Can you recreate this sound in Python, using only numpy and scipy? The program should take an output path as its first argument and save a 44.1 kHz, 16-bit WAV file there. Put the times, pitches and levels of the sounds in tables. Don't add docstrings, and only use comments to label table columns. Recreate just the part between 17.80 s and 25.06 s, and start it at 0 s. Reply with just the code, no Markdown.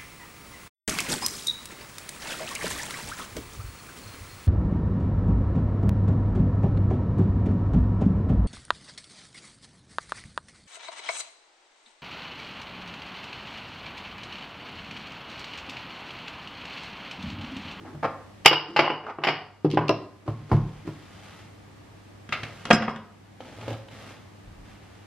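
import sys
import numpy as np
from scipy import signal
from scipy.fft import rfft, irfft
from scipy.io import wavfile

SR = 44100
rng = np.random.default_rng(int(sys.argv[2]) if len(sys.argv) > 2 else 0)


def digitize_waveform(pressure):
    field = np.atleast_2d(pressure).T
    bounded = np.clip(field, -1, 1)
    quanta = np.round(bounded * 32767).astype(np.int16)
    wavfile.write(sys.argv[1], SR, quanta)


N = 320166
TIME = np.arange(N) / SR


def amp(db):
    return 10 ** (np.asarray(db) / 20)


def read(points, hz):
    f, value = np.transpose(points)
    return np.interp(np.log(hz + 1), np.log(f), value)


def unit(x):
    return x / np.sqrt(np.sum(x ** 2, -1, keepdims=True) + 1e-20)


def add(mix, start_s, sound):
    part = mix[:, max(round(start_s * SR), 0):][:, :sound.shape[1]]
    part += sound[:, :part.shape[1]]


def colour(x, points, size=4096):
    log_gain = np.log(amp(read(points, abs(np.fft.fftfreq(size, 1 / SR)))))
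    taps = np.fft.ifft(np.exp(np.conj(signal.hilbert(log_gain)))).real[:size // 2]
    return signal.oaconvolve(x, taps[None], axes=1)[:, :x.shape[1]]


def smooth(x, time_s):
    keep = np.exp(-1 / (time_s * SR))
    return signal.lfilter([1 - keep], [1, -keep], x)


def ports(pair, side_db):
    side = irfft(1j * rfft(pair[1]) * amp(read(side_db, np.fft.rfftfreq(N, 1 / SR))), N)
    return np.array([pair[0] + side, pair[0] - side])


def decay(t, t60, rise_s):
    return amp(-60 * t / t60) * (1 - np.exp(-t / rise_s))


def strike(blows, body, modes, push, rise_s=0.00088, size=20000):
    # (frequency [Hz], level [dB])
    pulse_spectrum = [(500, -5), (1500, -8.5), (5000, -21.5)]
    chatter_spectrum = [(150, -9.5), (400, -1), (1000, -3)]
    out, t = np.zeros((2, N)), np.arange(size) / SR
    hz, db, ring_t60 = np.transpose(modes)[:, :, None]
    first_contact = push * colour(signal.unit_impulse(size)[None], pulse_spectrum)
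    for start_s, level_db, treble_db, bass_db, chatter_t60 in blows:
        rebounds = unit(rng.standard_normal((2, size)) * decay(t, chatter_t60, rise_s))
        force = first_contact + colour(rebounds, chatter_spectrum)
        clack = unit(colour(force, body))
        grip, spot_db = rng.standard_normal((2, len(modes), 1))
        shifted_hz = hz * (1 + 0.0015 * grip)
        rings = unit(decay(t, ring_t60, rise_s) * np.sin(2 * np.pi * shifted_hz * t))
        rings *= amp(db + spot_db)
        sound = clack + np.array([rings.sum(0), rng.choice([-1, 1], len(modes)) @ rings])
        hardness = [(280, bass_db), (600, 0.0016), (1200, 0.0089),
                    (3000, 0.42 * treble_db), (9000, treble_db)]
        gain = amp(level_db) * np.sqrt(SR / 100)
        add(out, start_s, gain * colour(sound, hardness))
    return out


def strokes(rows, attack_s, swell_db, release_s):
    gain = np.zeros(N)
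    for start, length, level_db in rows:
        t = TIME - start
        pressing = amp(level_db + swell_db * (np.clip(t / length, 0, 1) - 1))
        release = np.exp(-np.maximum(t - length, 0) / release_s)
        gain += np.clip(t / attack_s, 0, 1) * pressing * release
    return gain


def flow(drive, spectrum, gain):
    return unit(colour(drive, spectrum)) * np.sqrt(N) * gain


def friction(gain, spectrum, slips_per_s, spread_db, hiss):
    slips = rng.random(N) < slips_per_s / SR
    sizes = amp(spread_db * np.minimum(rng.exponential(1, N), 3))
    crackle = unit(slips * sizes * rng.choice([-1, 1], (2, N)))
    return flow(crackle + hiss * unit(rng.standard_normal((2, N))), spectrum, gain)


def kitchen(x, wet_db, echo_db, boom_db, size=30000):
    # (frequency [Hz], t60 [s])
    room_t60 = [(100, 0.54), (260, 0.45), (700, 0.53), (1800, 0.47), (3000, 0.38), (5000, 0.5),
                (8000, 0.023), (14000, 0.34)]
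    # (frequency [Hz], relative peak [dB], t60 [s])
    standing_waves = [(112, 9, .36), (149, 8, .36)]
    # (delay [s], relative gain [ratio])
    echoes = [(.0022, 0.012), (.0046, -0.075), (.008, 0.027), (0.012, .28), (0.017, 0.44)]
    t = np.arange(size) / SR
    hz, frame_s, bands = signal.stft(rng.standard_normal((2, size)), SR, nperseg=256)
    bands *= amp(-60 * frame_s / read(room_t60, hz)[:, None])
    tail = signal.istft(bands, SR, nperseg=256)[1][:, :size]
    response = amp(wet_db) * unit(tail * (1 - np.exp(-t / 0.0008)) ** 2)
    for mode_hz, db, t60 in standing_waves:
        swell = decay(t, t60, rise_s=0.0054)
        response += 2 * amp(db + boom_db) * swell / swell.sum() * np.cos(2 * np.pi * mode_hz * t)
    response[:, 0] += 1
    for delay_s, gain in echoes:
        response[:, round(delay_s * SR)] += gain * amp(echo_db)
    return signal.oaconvolve(x, response, axes=1)[:, :N]


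def background():
    # (frequency [Hz], relative density [dB])
    spectrum = [(15, -49), (25, -16.5), (103, -7), (128, -8), (202, -10.5), (501, -18.5), (879, -19.5),
                (1030, -23), (1210, -21), (1350, -26), (1760, -24), (9020, -41.5), (15000, -52)]
    # (frequency [Hz], side gain [dB])
    width = [(60, -22), (130, -9), (300, 1.5), (1000, -1), (3000, -2), (8000, 0.5), (14000, 1.5)]
    # (frequency [Hz], RMS level [dB])
    harmonics = [(100, -54), (200, -64.5), (300, -66.5)]
    air = flow(rng.standard_normal((2, N)), spectrum, amp(-52.5))
    hum = sum(np.sqrt(2) * amp(db) * np.sin(2 * np.pi * (hz * TIME + rng.random()))
              for hz, db in harmonics)
    return ports(air, width) + hum


def draught():
    # (time [s], duration [s], level [dB])
    puffs = [(6.64, 0.15, -46.5)]
    # (frequency [Hz], relative density [dB])
    spectrum = [(15, -3.5), (42, 2), (70, -15), (130, -14), (300, -29.5), (1000, -68)]
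    gain = strokes(puffs, attack_s=0.062, swell_db=-9.5, release_s=0.12)
    return flow(rng.standard_normal((2, N)), spectrum, gain)


def sleeve_rustle():
    # (time [s], duration [s], level [dB])
    swishes = [(2.5, 0.51, -56), (3.05, 0.35, -54), (3.42, 0.19, -52.5), (4.5, 0.34, -51),
               (5.59, 0.33, -50), (6.1, 0.21, -48.5), (6.83, 0.1, -56.5), (7.0, 0.31, -61.5)]
    # (frequency [Hz], relative density [dB])
    spectrum = [(120, -13), (200, 5), (272, -10), (326, -8.5), (602, -6), (912, -5), (3010, -9),
                (11600, -32), (15000, -48)]
    gain = strokes(swishes, attack_s=0.02, swell_db=3, release_s=0.069)
    return friction(gain, spectrum, slips_per_s=450, spread_db=-3, hiss=1)


def finger_rub():
    # (time [s], duration [s], level [dB])
    grips = [(0, 0.12, -44), (.88, 0.077, -32), (2.455, 0.049, -37), (2.69, 0.064, -32), (3.05, 0.018, -37)]
    # (frequency [Hz], relative density [dB])
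    spectrum = [(100, -21), (310, 7), (550, -15.5), (1200, -17.5), (5000, -34.5), (14000, -58.5)]
    gain = strokes(grips, attack_s=0.0038, swell_db=2, release_s=0.028)
    return friction(gain, spectrum, slips_per_s=400, spread_db=2.5, hiss=0.48)


def shelf_slides():
    # (time [s], duration [s], level [dB])
    slides = [(4.55, 0.16, -47.5), (4.86, 0.05, -44), (5.64, 0.25, -49.5), (5.81, 0.03, -50),
              (5.877, 0.033, -35.5), (6.12, 0.212, -52.5)]
    # (frequency [Hz], relative density [dB])
    spectrum = [(50, -10), (115, 0), (180, -16), (260, 3.5), (370, -10.5), (530, -3.5), (750, -9.5),
                (1200, -15.5), (3000, -24), (5000, -32.5), (10000, -49)]
    gain = strokes(slides, attack_s=0.0034, swell_db=-2, release_s=0.026)
    return friction(gain, spectrum, slips_per_s=330, spread_db=6, hiss=0.8)


def box_taps():
    # (time [s], level [dB], treble [dB], bass [dB], chatter t60 [s])
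    taps = [(5.6045, -36.5, -5.5, 0, 0.031), (5.654, -44, 3, -6, 0.03), (5.812, -40.5, 3, -5, .04),
            (5.880, -30, 0, -2, 0.041), (5.904, -40, 9, 4.5, .03), (5.928, -36, 3, -18, 0.043),
            (6.084, -43.5, 3, -9, 0.036)]
    # (frequency [Hz], relative density [dB])
    body = [(50, -22.5), (110, 25.5), (170, -28.5), (260, 14.5), (400, -0.5), (600, 1), (850, -0.5),
            (1300, -11), (3200, -8), (5000, -24), (12000, -43.5)]
    # (frequency [Hz], relative energy [dB], t60 [s])
    modes = [(536, -5.5, 0.1), (643, -21, 0.083), (780, -33.5, 0.047)]
    return strike(taps, body, modes, push=0.54)


def container_raps():
    # (time [s], level [dB], treble [dB], bass [dB], chatter t60 [s])
    raps = [(4.5235, -21, -5, -8.5, 0.085), (4.632, -34, 4, 11, 0.055)]
    # (frequency [Hz], relative density [dB])
    body = [(60, -5), (110, 6.5), (300, -8), (950, -7.5), (1300, 1), (1700, -4), (2300, 3.5), (3300, -4.5),
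            (4800, -14), (6500, -24.5), (14000, -46)]
    # (frequency [Hz], relative energy [dB], t60 [s])
    modes = [(1315, -20, 0.082), (2150, -17.5, 0.049), (2840, -23, 0.069)]
    return strike(raps, body, modes, push=0.44)


def glass_tinkles():
    # (time [s], level [dB], treble [dB], bass [dB], chatter t60 [s])
    touches = [(4.928, -21, -9, 0, 0.027), (5.092, -45.5, -11, 0.5, 0.0365)]
    # (frequency [Hz], relative density [dB])
    body = [(1000, -31), (3500, -1), (4600, 6), (5250, 16), (5700, -6), (6150, -12), (6600, -31),
            (7500, -12), (8500, -27), (14000, -48)]
    # (frequency [Hz], relative energy [dB], t60 [s])
    modes = [(4910, -9, .1), (5103, -7, .12), (5265, -7, .13), (5335, -13, .18), (5480, -12, .14),
             (6140, -7, .06), (7380, -13, .09), (7490, -10, .08), (7924, -17, .09), (8720, -22, .08),
             (10500, -18, .1), (11000, -24, .1)]
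    return strike(touches, body, modes, push=0.23)


def shelf_bumps():
    # (time [s], level [dB], treble [dB], bass [dB], chatter t60 [s])
    bumps = [ (4.490, -45, 11, 13, 0.033), (4.8527, -35, 13.5, 5, 0.028), (4.9035, -18.5, -2.5, 6, 0.024),
             (4.9085, -10, 0, 2, 0.04), (4.931, -20.5, 2.5, 16.5, 0.1), (5.021, -23, -6, 2.5, 0.12),
             (5.0797, -20.5, -22, 3, 0.036), (5.160, -38, 2.5, 10, 0.026)]
    # (frequency [Hz], relative density [dB])
    body = [(40, -36.5), (120, -6.5), (220, -23), (340, -7), (600, 1.5), (1100, 0), (1500, -1.5),
            (2800, -5.5), (4000, -17.5), (6000, -24.5), (10500, -43.5), (13000, -69)]
    # (frequency [Hz], relative energy [dB], t60 [s])
    modes = [(219, -8, .11), (420, -16, .15), (655, -18, .1), (700, -15, .14), (969, -19, .14),
             (1250, -15, .07), (1430, -11, .09), (1600, -15, .06), (1940, -19, .07), (2546, -20, .15),
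             (2869, -16, .15), (3260, -18, .12)]
    return strike(bumps, body, modes, push=0.28)


def counter_thumps():
    # (time [s], level [dB], treble [dB])
    thumps = [(0.147, -37.5, -9), (0.227, -42, 2.5), (2.485, -23.5, -8), (2.625, -38, -20),
              (2.718, -18, -10), (2.727, -11, -22), (3.086, -37.5, -2)]
    # (frequency [Hz], relative density [dB])
    body = [(20, -16.5), (45, -1.5), (75, -6.5), (105, -5.5), (150, 8), (250, -19.5), (450, -21.5),
            (1000, -31), (4000, -56)]
    # (frequency [Hz], relative energy [dB], t60 [s])
    modes = [(113.35, -8.5, 0.11), (167, -6.5, 0.12), (213.6, -13.5, 0.34)]
    bass_db, chatter_t60 = -0.5, 0.066
    return strike([(*row, bass_db, chatter_t60) for row in thumps], body, modes, push=0.41)


def glass_scrapes():
    # (time [s], duration [s], level [dB])
    scrapes = [(.044, 0.04, -44.5), (.226, 0.031, -21), (1.01, 0.048, -21.5), (1.236, 0.015, -29.5),
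               (1.262, 0.047, -23.5), (1.412, 0.025, -30.5), (6.86, 0.082, -62)]
    # (frequency [Hz], relative density [dB])
    spectrum = [(100, -20), (300, -2.5), (550, -1), (750, 1.5), (1100, -1), (1600, -8), (2500, -17.5),
                (3600, -29), (5000, -33), (9000, -58), (14000, -64)]
    gain = strokes(scrapes, attack_s=0.0056, swell_db=4.5, release_s=0.00612)
    return friction(gain, spectrum, slips_per_s=1100, spread_db=-3.5, hiss=0.55)


def seal_creak():
    # (time [s], duration [s], level [dB])
    creaks = [(1.90, 0.039, -36)]
    # (frequency [Hz], relative density [dB])
    spectrum = [(300, -11), (1500, 1), (3000, 10), (4500, 5), (7000, -10), (14000, -29.5)]
    gain = strokes(creaks, attack_s=0.0043, swell_db=7, release_s=0.008)
    return friction(gain, spectrum, slips_per_s=490, spread_db=10.5, hiss=0.47)


def rib_snaps():
    # (time [s], level [dB], treble [dB], bass [dB], chatter t60 [s])
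    snaps = [(1.912, -47, 2, 9, .012), (1.9215, -43, 0, 0, .008), (2.0815, -27.5, -5, 5, 0.012),
             (2.0925, -23, 0, 0, .01)]
    # (frequency [Hz], relative density [dB])
    body = [(300, -18), (1000, -18), (2100, -23), (2450, -2), (2800, 6), (3400, -9), (4500, -6.5),
            (5500, -9.5), (7000, -27.5), (14000, -39)]
    # (frequency [Hz], relative energy [dB], t60 [s])
    modes = [(2430, -17.5, 0.036), (2720, -7, .03), (4860, -18, 0.16), (5350, -16, 0.15)]
    return strike(snaps, body, modes, push=0.7)


def jar_knocks():
    # (time [s], level [dB], treble [dB], bass [dB], chatter t60 [s])
    knocks = [ (1.8465, -22.5, 1.5, 7.5, 0.072), (1.936, -30, -6, 15.5, 0.055),
              (1.9725, -12, -12, -4, 0.035), (2.018, -25.5, -19, 2.5, 0.044),
              (2.0925, -9.5, -7.5, -4, 0.058), (2.4785, -26, -9, -1, 0.017), (2.715, -22, -10.5, 0, 0.03),
              (3.0755, -38, 1, 7.5, 0.051)]
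    # (frequency [Hz], relative density [dB])
    body = [(50, -24), (150, 8), (330, 5), (600, 0), (1030, -3.5), (1500, -12.5), (2600, -18),
            (3600, -25.5), (5300, -26.5), (7500, -54.5), (15000, -58)]
    # (frequency [Hz], relative energy [dB], t60 [s])
    modes = [(312, -3, .1), (378, -2.5, .09), (450, -12, .08), (576, -17, .09), (700, -14, .05),
             (910, -13, .04), (1035, -6.5, .04)]
    return strike(knocks, body, modes, push=0.11)


def seal_pop(start_s=1.8465, level_db=-2.5):
    # (frequency [Hz], relative level [dB], t60 [s])
    modes = [(301, 0, 0.1), (340, -3, .05), (377, -2, 0.09), (463, -11, .1), (721, -11, 0.044)]
    t = np.maximum(TIME - start_s, 0)
    return sum(amp(level_db + db) * decay(t, t60, rise_s=0.0038) * np.sin(2 * np.pi * hz * t)
               for hz, db, t60 in modes)


def lid_clinks():
    # (time [s], level [dB], treble [dB], bass [dB], chatter t60 [s], ring gain [dB])
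    clinks = [ (0.649, -34, 17, -3, 0.03, 2), (.656, -21.5, -1, 9.5, 0.019, -0.5),
              (0.6592, -3.5, 6.5, -2.5, 0.036, -2.5), (0.677, -13.5, 9, -13, 0.033, 1.5),
              (0.713, -6.5, -20.5, 7, 0.034, -4), (0.729, -8, -5.5, -6, 0.042, 4.5),
              (.963, -4.5, -9, -1.5, 0.1, -23), (0.9915, 0, -14.5, -0.5, 0.055, -10),
              (1.042, -15.5, -34, -20, 0.011, 11.5), (1.062, -13.5, -29, -0.5, 0.017, -14),
              (1.078, -11, -39, -12, 0.013, 9), (1.1016, -11.5, -26.5, 7, 0.028, 0.5),
              (1.386, -21.5, -57.5, 3, 0.02, -0.5), (1.437, -12, -8, -5.5, 0.037, -1.5),
              (1.447, -14, -6.5, -4, 0.033, -6), (1.4705, -8, -11, 6.5, 0.14, -11.5),
              (1.486, -10, -10.5, -11, 0.04, -13.5), (1.973, -9.5, -40, 4, 0.048, -19)]
    # (frequency [Hz], relative density [dB])
    body = [(50, -31.5), (95, -29.5), (150, -8.5), (230, -16.5), (350, -2.5), (520, -7), (850, 0),
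            (1600, -7), (2100, -1), (2600, -1.5), (2900, 1.5), (3500, -12.5), (4100, -16.5), (4800, -9.5),
            (5300, -13), (6150, -32), (6750, -28.5), (7600, -40), (8800, -52.5), (14000, -65)]
    # (frequency [Hz], relative energy [dB], t60 [s])
    main_tones = [(2509, -27, .3), (2681, -20, .26), (2742, -20, .4), (2832, -13, .52), (2866, -15, .26),
                  (2908, -10, .26), (2928, -15, .3), (2958, -21, .6), (3004, -14.5, .34), (3050, -23, .15)]
    outer_tones = [(803, -23, 0.061), (1040, -18, 0.05), (3390, -29, .26), (4650, -28.5, 0.2),
                   (4790, -31.5, 0.4), (4760, -27, 0.21), (5103, -27.5, 0.26), (4750, -27.5, .35),
                   (5341, -26, 0.15)]
    # (frequency [Hz], relative energy [dB], t60 [s])
    shimmer = [(6681, -39, .2), (7219, -39, .11), (8301, -42, .06), (8802, -44, .06), (9464, -50, .13),
               (10050, -46, .11), (10280, -46, .11), (11640, -48, .1), (11900, -45, .09), (12053, -44, .1),
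               (12230, -47, .09), (12700, -51, .06), (13964, -47, .12), (14120, -48, .1), (14290, -48, .08)]
    out = np.zeros((2, N))
    for *blow, ring_db in clinks:
        ringing = [(hz, db + ring_db, t60) for hz, db, t60 in main_tones + outer_tones]
        out += strike([blow], body, ringing + shimmer, push=0.97, size=26000)
    return out


def scene():
    # (frequency [Hz], side gain [dB])
    width = [(60, -30), (250, -33), (500, -17), (1000, -19.5), (1800, -14.5), (2800, -10.5), (4000, -5),
             (8000, 4.5), (14000, 7)]
    lid = kitchen(lid_clinks(), wet_db=-6, echo_db=-5.5, boom_db=5.5)
    seal = kitchen(jar_knocks() + seal_pop(), wet_db=-8.5, echo_db=-3, boom_db=11.5)
    snaps = kitchen(rib_snaps(), wet_db=-10, echo_db=-6, boom_db=0.5)
    counter = kitchen(counter_thumps(), wet_db=-8.5, echo_db=-15.5, boom_db=-1)
    bumps, raps, tinkles, taps = shelf_bumps(), container_raps(), glass_tinkles(), box_taps()
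    glassware = kitchen(tinkles, wet_db=-8.5, echo_db=2, boom_db=-9)
    cupboard = glassware + kitchen(bumps + raps + taps, wet_db=-6, echo_db=-7.5, boom_db=2)
    rubbing = glass_scrapes() + shelf_slides() + sleeve_rustle() + finger_rub() + seal_creak()
    rubs = kitchen(rubbing, wet_db=-6.5, echo_db=-19, boom_db=2)
    return ports(lid + seal + snaps + counter + cupboard + rubs + draught(), width) + background()


def limiter(x, threshold_db=-12.5, max_duck_db=12, recovery_db_per_s=4.5):
    power = smooth((x ** 2).mean(0), time_s=0.0051)
    over_db = np.clip(10 * np.log10(power + 1e-12) - threshold_db, 0, max_duck_db)
    recovery = recovery_db_per_s * TIME
    duck_db = np.maximum.accumulate(over_db + recovery) - recovery
    return x * amp(-smooth(duck_db, time_s=0.025))


def record(dry, low_hz=34, high_hz=15200):
    thinned = signal.sosfilt(signal.butter(3, low_hz, "highpass", fs=SR, output="sos"), dry)
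    clipped = np.clip(limiter(thinned), -1, 1)
    lowpass = signal.firwin(401, high_hz, window=("kaiser", 8), fs=SR)
    return signal.oaconvolve(clipped, lowpass[None], "same", axes=1)


dry = scene()
out = record(dry)
digitize_waveform(out)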